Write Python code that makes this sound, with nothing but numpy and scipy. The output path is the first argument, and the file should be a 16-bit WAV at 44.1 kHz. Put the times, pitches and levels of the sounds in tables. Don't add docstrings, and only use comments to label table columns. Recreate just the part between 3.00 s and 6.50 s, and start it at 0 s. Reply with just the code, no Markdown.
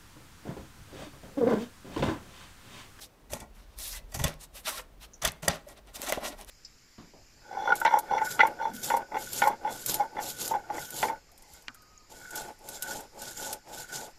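import sys
import numpy as np
from scipy import signal
from scipy.fft import rfft, irfft
from scipy.io import wavfile

SR = 44100
rng = np.random.default_rng(int(sys.argv[2]) if len(sys.argv) > 2 else 0)


def transcribe(u):
    v = np.clip(np.atleast_2d(u).T, -1, 1)
    q = np.round(v * 32767).astype(np.int16)
    wavfile.write(sys.argv[1], SR, q)


def boost_factor(decibels):
    exponent = np.asarray(decibels, float) / 20
    return 10 ** exponent


N = 154350
TIME = np.arange(N) / SR

# (f/Hz, level/dB)
TEAR_SPECTRUM = [(880, -7), (1500, -5), (1920, -3), (5380, -4.5), (6120, 2.5), (8660, -3.5), (11700, -3.5),
                 (16000, -13)]
# (f/Hz, level/dB, time to fall 60 dB/s)
SHEET_MODES = [(500, -14, .035), (580, -1, .08), (635, -1, .06), (710, -3, .04), (820, -3, .04),
               (940, -7, .035), (1080, -6, .04), (1400, -9, .05), (1920, -6, .055), (2300, -11, .03)]
# (f/Hz, level/dB, time to fall 60 dB/s)
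FLEX_MODES = [(62, -2, .16), (82, -8, .1), (128, 0, .12), (163, -3, .14), (222, -10, .12)]
# (f/Hz, level/dB, time to fall 60 dB/s)
BEND_MODES = [(205, -2, .06), (280, -1, .05), (350, -1, .04), (430, -2, .04)]


def noise():
    return rng.standard_normal(N)


def rms_one(x):
    return x / np.sqrt(np.mean(x ** 2) + 1e-20)


def colour(x, points, skirt_db=40):
    hz, db = np.transpose(points)
    log_f = np.log(np.maximum(np.arange(2049) * SR / 4096, 5))
    below = np.clip(np.log(hz[0]) - log_f, 0, 1)
    above = np.clip(log_f - np.log(hz[-1]), 0, 1)
    shape_db = np.interp(log_f, np.log(hz), db) - skirt_db * (below + above)
    cepstrum = irfft(np.log(boost_factor(shape_db)))
    cepstrum[1:2048] *= 2
    cepstrum[2049:] = 0
    response = irfft(np.exp(rfft(cepstrum)))
    return signal.fftconvolve(x, response / np.sqrt(np.sum(response ** 2)))[:N]


def body(x, modes):
    t = TIME[:SR // 2]
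    response = np.zeros(len(t))
    for k, (hz, db, t60) in enumerate(modes):
        fade = boost_factor(db - 60 * t / t60) / np.sqrt(t60)
        response += (-1) ** k * fade * np.sin(2 * np.pi * hz * t)
    span_hz = [.8 * modes[0][0], 1.3 * modes[-1][0]]
    response = signal.sosfilt(signal.butter(2, span_hz, "band", fs=SR, output="sos"), response)
    return signal.fftconvolve(x, response / np.sqrt(np.sum(response ** 2)))[:N]


def drift(rate_hz):
    r = np.exp(-2 * np.pi * rate_hz / SR)
    wander = signal.lfilter([1], [1, -2 * r, r * r], rng.standard_normal(N + SR))
    return rms_one(wander[SR:])


def grains(spread_db):
    grains_per_s = 12000
    sizes = boost_factor(spread_db * np.minimum(rng.exponential(1, N), 5)) * rng.choice([-1, 1], N)
    return rms_one(sizes * (rng.random(N) < grains_per_s / SR))


def stroke(s, db):
    inside = np.clip(np.minimum(TIME - s[0], s[-1] - TIME) / 0.006 + .5, 0, 1)
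    return inside * boost_factor(np.interp(TIME, s, db))


def burst(s, db, rise, fall):
    t = TIME - s
    return boost_factor(db) * np.clip(t / rise, 0, 1) * np.exp(-np.clip(t - rise, 0, 1) / fall)


def background():
    # (f/Hz, level/dB)
    air_spectrum = [(12, -31), (20, -1), (52, 1), (113, -7.5), (574, -11.5), (1660, -21.5), (4420, -28),
                    (12400, -34.5), (16000, -29.5)]
    # (t/s, level/dB)
    traffic = [
        (0, -2),
        (.6, 4),
        (1.0, 9.5),
        (1.4, 4),
        (1.9, 4.5),
        (2.3, -3.5),
        (2.8, 1),
        (3.5, 3),
    ]
    air_db, rumble_db, rumble_hz = -61.5, -57.5, (27.4, 53)
    band = signal.butter(2, rumble_hz, "band", fs=SR, output="sos")
    low = signal.sosfilt(band, rng.standard_normal(N + SR))[SR:]
    rumble_gain = boost_factor(rumble_db + np.interp(TIME, *np.transpose(traffic)))
    air = colour(noise(), [p for p in air_spectrum if p[0] > 80]) * boost_factor(drift(6.0))
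    return boost_factor(air_db) * air + rumble_gain * rms_one(low)


def workshop(x):
    room_db, room_t60_s, wall_cut_hz = -21, 0.31, 1770
    t = TIME[:SR // 2]
    tail = rng.standard_normal(len(t)) * boost_factor(-60 * t / room_t60_s)
    tail *= t > .005
    tail = signal.lfilter(*signal.butter(1, wall_cut_hz, fs=SR), tail)
    return boost_factor(room_db) * signal.fftconvolve(x, tail / np.sqrt(np.sum(tail ** 2)))[:N]


def squeak():
    # (t/s, peak level/dB)
    slips = [
        (2.0844, -74),
        (2.112, -63),
        (2.122, -69),
        (2.1335, -43),
        (2.1398, -37),
        (2.164, -64),
        (2.177, -59),
        (2.192, -60),
        (2.221, -28.5),
    ]
    gain = stroke((2.132, 2.165), [-70, -70])
    for s, db in slips:
        gain = gain + burst(s, db - 13.0, 0.00026, .002)
    modes = [(hz, 0, .01) for hz in (5600, 6200, 6900)]
    ringing = body(gain * grains(3.0), modes)
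    return colour(ringing, [(5000, -20), (5700, 0), (6800, -2), (7800, -18)], 8)


def patchy(x):
    patchy_db = 3.5
    edges = np.geomspace(400, 19000, 12)
    total = np.zeros(N)
    for pair in zip(edges, edges[1:]):
        band = signal.sosfilt(signal.butter(1, pair, "band", fs=SR, output="sos"), x)
        total += band * boost_factor(patchy_db * drift(20.3))
    return 0.45 * total


def contact(gains, rows, spread_db, spectrum, skirt_db):
    # (f/Hz, level/dB)
    rasp_spectrum = [(500, -10), (1200, 0), (2000, -3), (3200, -2.5), (6000, -10)]
    rasp = sum(gain * boost_factor(row[3]) for gain, row in zip(gains, rows))
    shake = sum(gain * boost_factor(row[4]) for gain, row in zip(gains, rows))
    direct = colour(sum(gains) * grains(spread_db), spectrum, skirt_db)
    direct = direct + colour(rasp * grains(spread_db), rasp_spectrum)
    return patchy(direct) + body(shake * grains(spread_db), SHEET_MODES), shake


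def slides():
    # (middle t/s, half length/s, level/dB, rasp/dB, shaking of the sheet/dB)
    rubs = [(0.034, 0.031, -41.5, -15, -21), (0.593, 0.061, -63, 6, -5), (0.724, 0.066, -68, 6.5, -10),
            (0.807, 0.031, -38, -22, -19), (0.855, 0.038, -36.5, -17, -26),
            (0.921, 0.049, -37.5, -15.5, -27), (0.968, 0.031, -44.5, 0, -16), (1.112, 0.037, -64, -9, -16),
            (1.43, 0.029, -44, -7, -36), (1.575, 0.037, -43, -3, -18), (1.683, 0.029, -31.5, -0.5, -16.5),
            (1.734, 0.078, -41, -3, -14.5), (1.79, 0.029, -50, 4, -8), (2.034, 0.027, -46.5, 0.5, -22),
            (2.702, 0.04, -55.5, -2, 0.5), (2.779, 0.019, -63, 10.5, 5.5), (2.885, 0.027, -62.5, 7.5, 4.5),
            (2.957, 0.017, -39, -7.5, -17), (3.01, 0.066, -47.5, -2, -3.5), (3.232, 0.036, -55, 10.5, 12.5),
            (3.265, 0.032, -35, -3, -9.5), (3.323, 0.029, -52, 1, 4.5), (3.406, 0.037, -51, 0.5, -1.5),
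            (3.5, 0.031, -46.5, -1.5, -8)]
    # (f/Hz, level/dB)
    hiss_spectrum = [(880, -69), (1500, -17), (2910, -16.5), (3180, -11.5), (3590, -7.5), (4780, -7.5),
                     (9850, -6.5), (12900, -8), (16000, -15.5)]
    flutter_db, spread_db, bend_db = 0.5, 1.5, -6
    fade_db, flatness = 14, 2.2
    flutter = boost_factor(flutter_db * drift(61.0))
    gains = []
    for middle, half, db, _, _ in rubs:
        distance = np.abs((TIME - middle) / half)
        gains.append(flutter * boost_factor(db - fade_db * distance ** flatness))
    sound, shake = contact(gains, rubs, spread_db, hiss_spectrum, 3.1)
    return sound + body(boost_factor(bend_db) * shake * noise(), BEND_MODES)


def rings():
    # (t/s, f/Hz, peak level/dB, time to fall 60 dB/s)
    panels = [(0.326, 69.4, -34, 0.061), (.333, 590, -28, 0.04), (.333, 848, -38.5, 0.1),
              (.34, 231, -42.5, 0.13), (.41, 889, -49, 0.11), (.415, 217, -45.5, 0.17),
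              (0.564, 214, -51, 0.13), (0.944, 2010, -47, 0.16), (1.146, 75, -31, 0.061),
              (1.148, 670, -42.5, 0.046), (1.149, 960, -38.5, 0.039), (1.165, 110, -34, 0.097),
              (1.19, 130, -29, 0.12), (1.193, 908, -34, 0.043), (1.212, 70, -31, .08),
              (1.24, 151, -22, 0.088), (1.24, 560, -27.5, 0.021), (1.241, 1080, -37.5, 0.17),
              (1.251, 80.6, -20.5, 0.041), (1.274, 498.5, -34.5, 0.066), (1.287, 167, -42, 0.07),
              (1.551, 565, -50, 0.07), (1.649, 203, -49, 0.081), (1.67, 649, -40, .08),
              (1.67, 1310, -46.5, 0.21), (1.72, 1080, -44, 0.19), (1.775, 1360, -40.5, 0.085),
              (1.79, 507, -45, 0.11), (2.248, 685, -26, 0.044), (2.253, 56, -30.5, 0.14),
              (2.25, 1962, -30.5, 0.051), (2.285, 2126, -49.5, 0.23), (2.274, 158, -34, 0.11),
              (2.427, 158, -35.5, 0.15), (2.43, 627, -43, 0.065), (2.48, 166, -27.5, 0.074),
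              (2.479, 618, -19.5, 0.043), (2.479, 1350, -29, 0.066), (2.479, 1884, -20, 0.033),
              (2.488, 71, -30.5, .08), (2.52, 618, -37, 0.092), (2.665, 588, -45, 0.18),
              (3.03, 584, -40, 0.12), (3.085, 720, -31.5, 0.067), (3.123, 598, -24, 0.035),
              (3.123, 2035, -27.5, 0.025), (3.172, 50, -39, 0.13), (3.176, 589, -28.5, 0.025),
              (3.302, 284, -43, 0.1), (3.39, 810, -44, .06)]
    rise, wobble_db = 0.025, 3
    out = np.zeros(N)
    for s, hz, db, t60 in panels:
        t = np.clip(TIME - s, 0, 1)
        swell = 1 - np.exp(-t / (rise * t60))
        out += boost_factor(db + 3 - 60 * t / t60) * swell * np.sin(2 * np.pi * hz * t)
    return out * boost_factor(wobble_db * drift(90.0))


def ticks():
    # (t/s, peak level/dB)
    breaks = [(0.317, -31), (0.403, -28), (0.411, -36), (0.788, -16), (1.281, -14), (1.2994, -30),
              (1.3254, -49), (1.3405, -29.5), (1.9775, -56), (2.3196, -20.5), (2.558, -27), (2.688, -27),
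              (2.7764, -37.5), (2.8727, -36), (3.018, -10), (3.0298, -18.5), (3.1233, -3), (3.1475, -28),
              (3.4123, -23), (3.4472, -27), (3.4805, -37)]
    tick_s, tick_db = 0.00029, -10
    gain = sum(burst(s, db + tick_db, tick_s / 2, tick_s) for s, db in breaks)
    return colour(gain * rng.choice([-1, 1], N), [(1200, -8), (5000, -3), (10000, 0), (15500, -9)])


def cuts():
    # (start t/s, hold/s, level/dB, rasp/dB, shaking of the sheet/dB)
    tears = [(0.293, 0.068, -46, -20, -3.5), (0.317, 0.027, -39.5, -31, -22), (0.339, 0.064, -54.5, -8, 8),
             (0.404, 0.028, -54, -12, 5.5), (1.137, 0.023, -35, -39, -7.5),
             (1.186, 0.094, -35.5, -20, -6.5), (1.248, 0.066, -42.5, 8, 1), (2.215, 0.059, -35.5, -1, -9.5),
             (2.242, 0.025, -36, 8.5, -12.5), (2.421, 0.12, -38.5, -4.5, -3), (2.476, 0.088, -39, 9, 2.5),
             (3.02, 0.088, -32.5, -7, -15.5), (3.061, 0.028, -36.5, -2.5, -5.5), (3.116, 0.054, -41, 7, 0)]
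    flutter_db, spread_db, flex_db, bend_db = 1, 4, -19.5, -4.5
    rise_s, sag_db_per_s, let_go_db_per_s = 0.0097, 172, 408
    flutter = boost_factor(flutter_db * drift(113.0))
    gains = []
    for s, hold, db, _, _ in tears:
        t = TIME - s
        sag_db = sag_db_per_s * np.clip(t, 0, hold)
        let_go_db = let_go_db_per_s * np.clip(t - hold, 0, 1)
        gains.append(flutter * np.clip(t / rise_s, 0, 1) * boost_factor(db - sag_db - let_go_db))
    sound, shake = contact(gains, tears, spread_db, TEAR_SPECTRUM, 2.9)
    flexing = body(boost_factor(flex_db) * shake * noise(), FLEX_MODES)
    bending = body(boost_factor(bend_db) * shake * noise(), BEND_MODES)
    return sound + flexing + bending


def snaps():
    # (t/s, peak level/dB, length/s, sheet/dB, flex/dB)
    flutes = [(0.3327, -21.5, 0.0058, -25, -4), (0.399, -38, 0.011, -15, 11), (1.115, -42, 0.016, -3, -25),
              (1.143, -25, 0.0083, -13, -18), (1.196, -27.5, 0.002, 5, -11), (1.2156, -33, 0.005, -14, -1),
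              (1.2377, -13.5, 0.0085, -7, -11), (1.285, -39, 0.0047, -8, -28), (2.218, -31, 0.0098, -7, 8),
              (2.2336, -26, 0.0043, 1.5, -2.5), (2.248, -10.5, 0.007, -14, -23),
              (2.274, -18.5, 0.0039, -15, -6.5), (2.4325, -30, 0.0013, 5, -8),
              (2.4812, -5.5, 0.0032, -12.5, -13.5), (3.087, -24.5, 0.017, -3.5, -15)]
    # (t/s, peak level/dB, pulse width/s)
    knocks = [
        (2.998, -34, 0.00077),
        (3.124, -16.5, 0.0001),
        (3.1751, -22, 0.0004),
    ]
    # (f/Hz, level/dB, time to fall 60 dB/s)
    blade_modes = [(3470, -3, .025), (4610, -5, .025), (6050, -5, .02), (7450, -9, .02)]
    spread_db, snap_db, blade_db, sheet_gain_db, flex_gain_db = 2, -8, -5.5, 3, -3
    knock_db, knock_direct_db, knock_cut_hz = -6, 1.5, 200
    snap = sheet = flex = 0
    for s, db, length, sheet_db, flex_db in flutes:
        one = burst(s, db + snap_db, .5 * length, 0.58 * length)
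        snap = snap + one
        sheet = sheet + one * boost_factor(sheet_db)
        flex = flex + one * boost_factor(flex_db)
    crack = snap * grains(spread_db)
    heard = colour(crack, TEAR_SPECTRUM, 13.0)
    blades = boost_factor(blade_db) * body(crack, blade_modes)

    knock = sum(boost_factor(db) * np.exp(-((TIME - s) / width) ** 2) for s, db, width in knocks)
    sheet_push = boost_factor(sheet_gain_db) * sheet * grains(spread_db) - boost_factor(knock_db) * knock
    knock_click = signal.lfilter(*signal.butter(2, knock_cut_hz, "high", fs=SR), knock)
    flexing = body(boost_factor(flex_gain_db) * 10 * np.gradient(flex), FLEX_MODES)
    return heard + blades + body(sheet_push, SHEET_MODES) - boost_factor(knock_direct_db) * knock_click + flexing


def scene():
    near = squeak() + slides() + rings() + ticks() + cuts() + snaps()
    return (near + workshop(near) + background())[None, :]


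def roll_off(x):
    return signal.sosfilt(signal.butter(12, 16640, fs=SR, output="sos"), x)


def record(dry):
    rounded = .8 * np.tanh(dry / .8)
    mix = signal.sosfilt(signal.cheby2(12, 60, 16400, fs=SR, output="sos"), rounded)
    return roll_off(mix)


dry = scene()
out = record(dry)
transcribe(out)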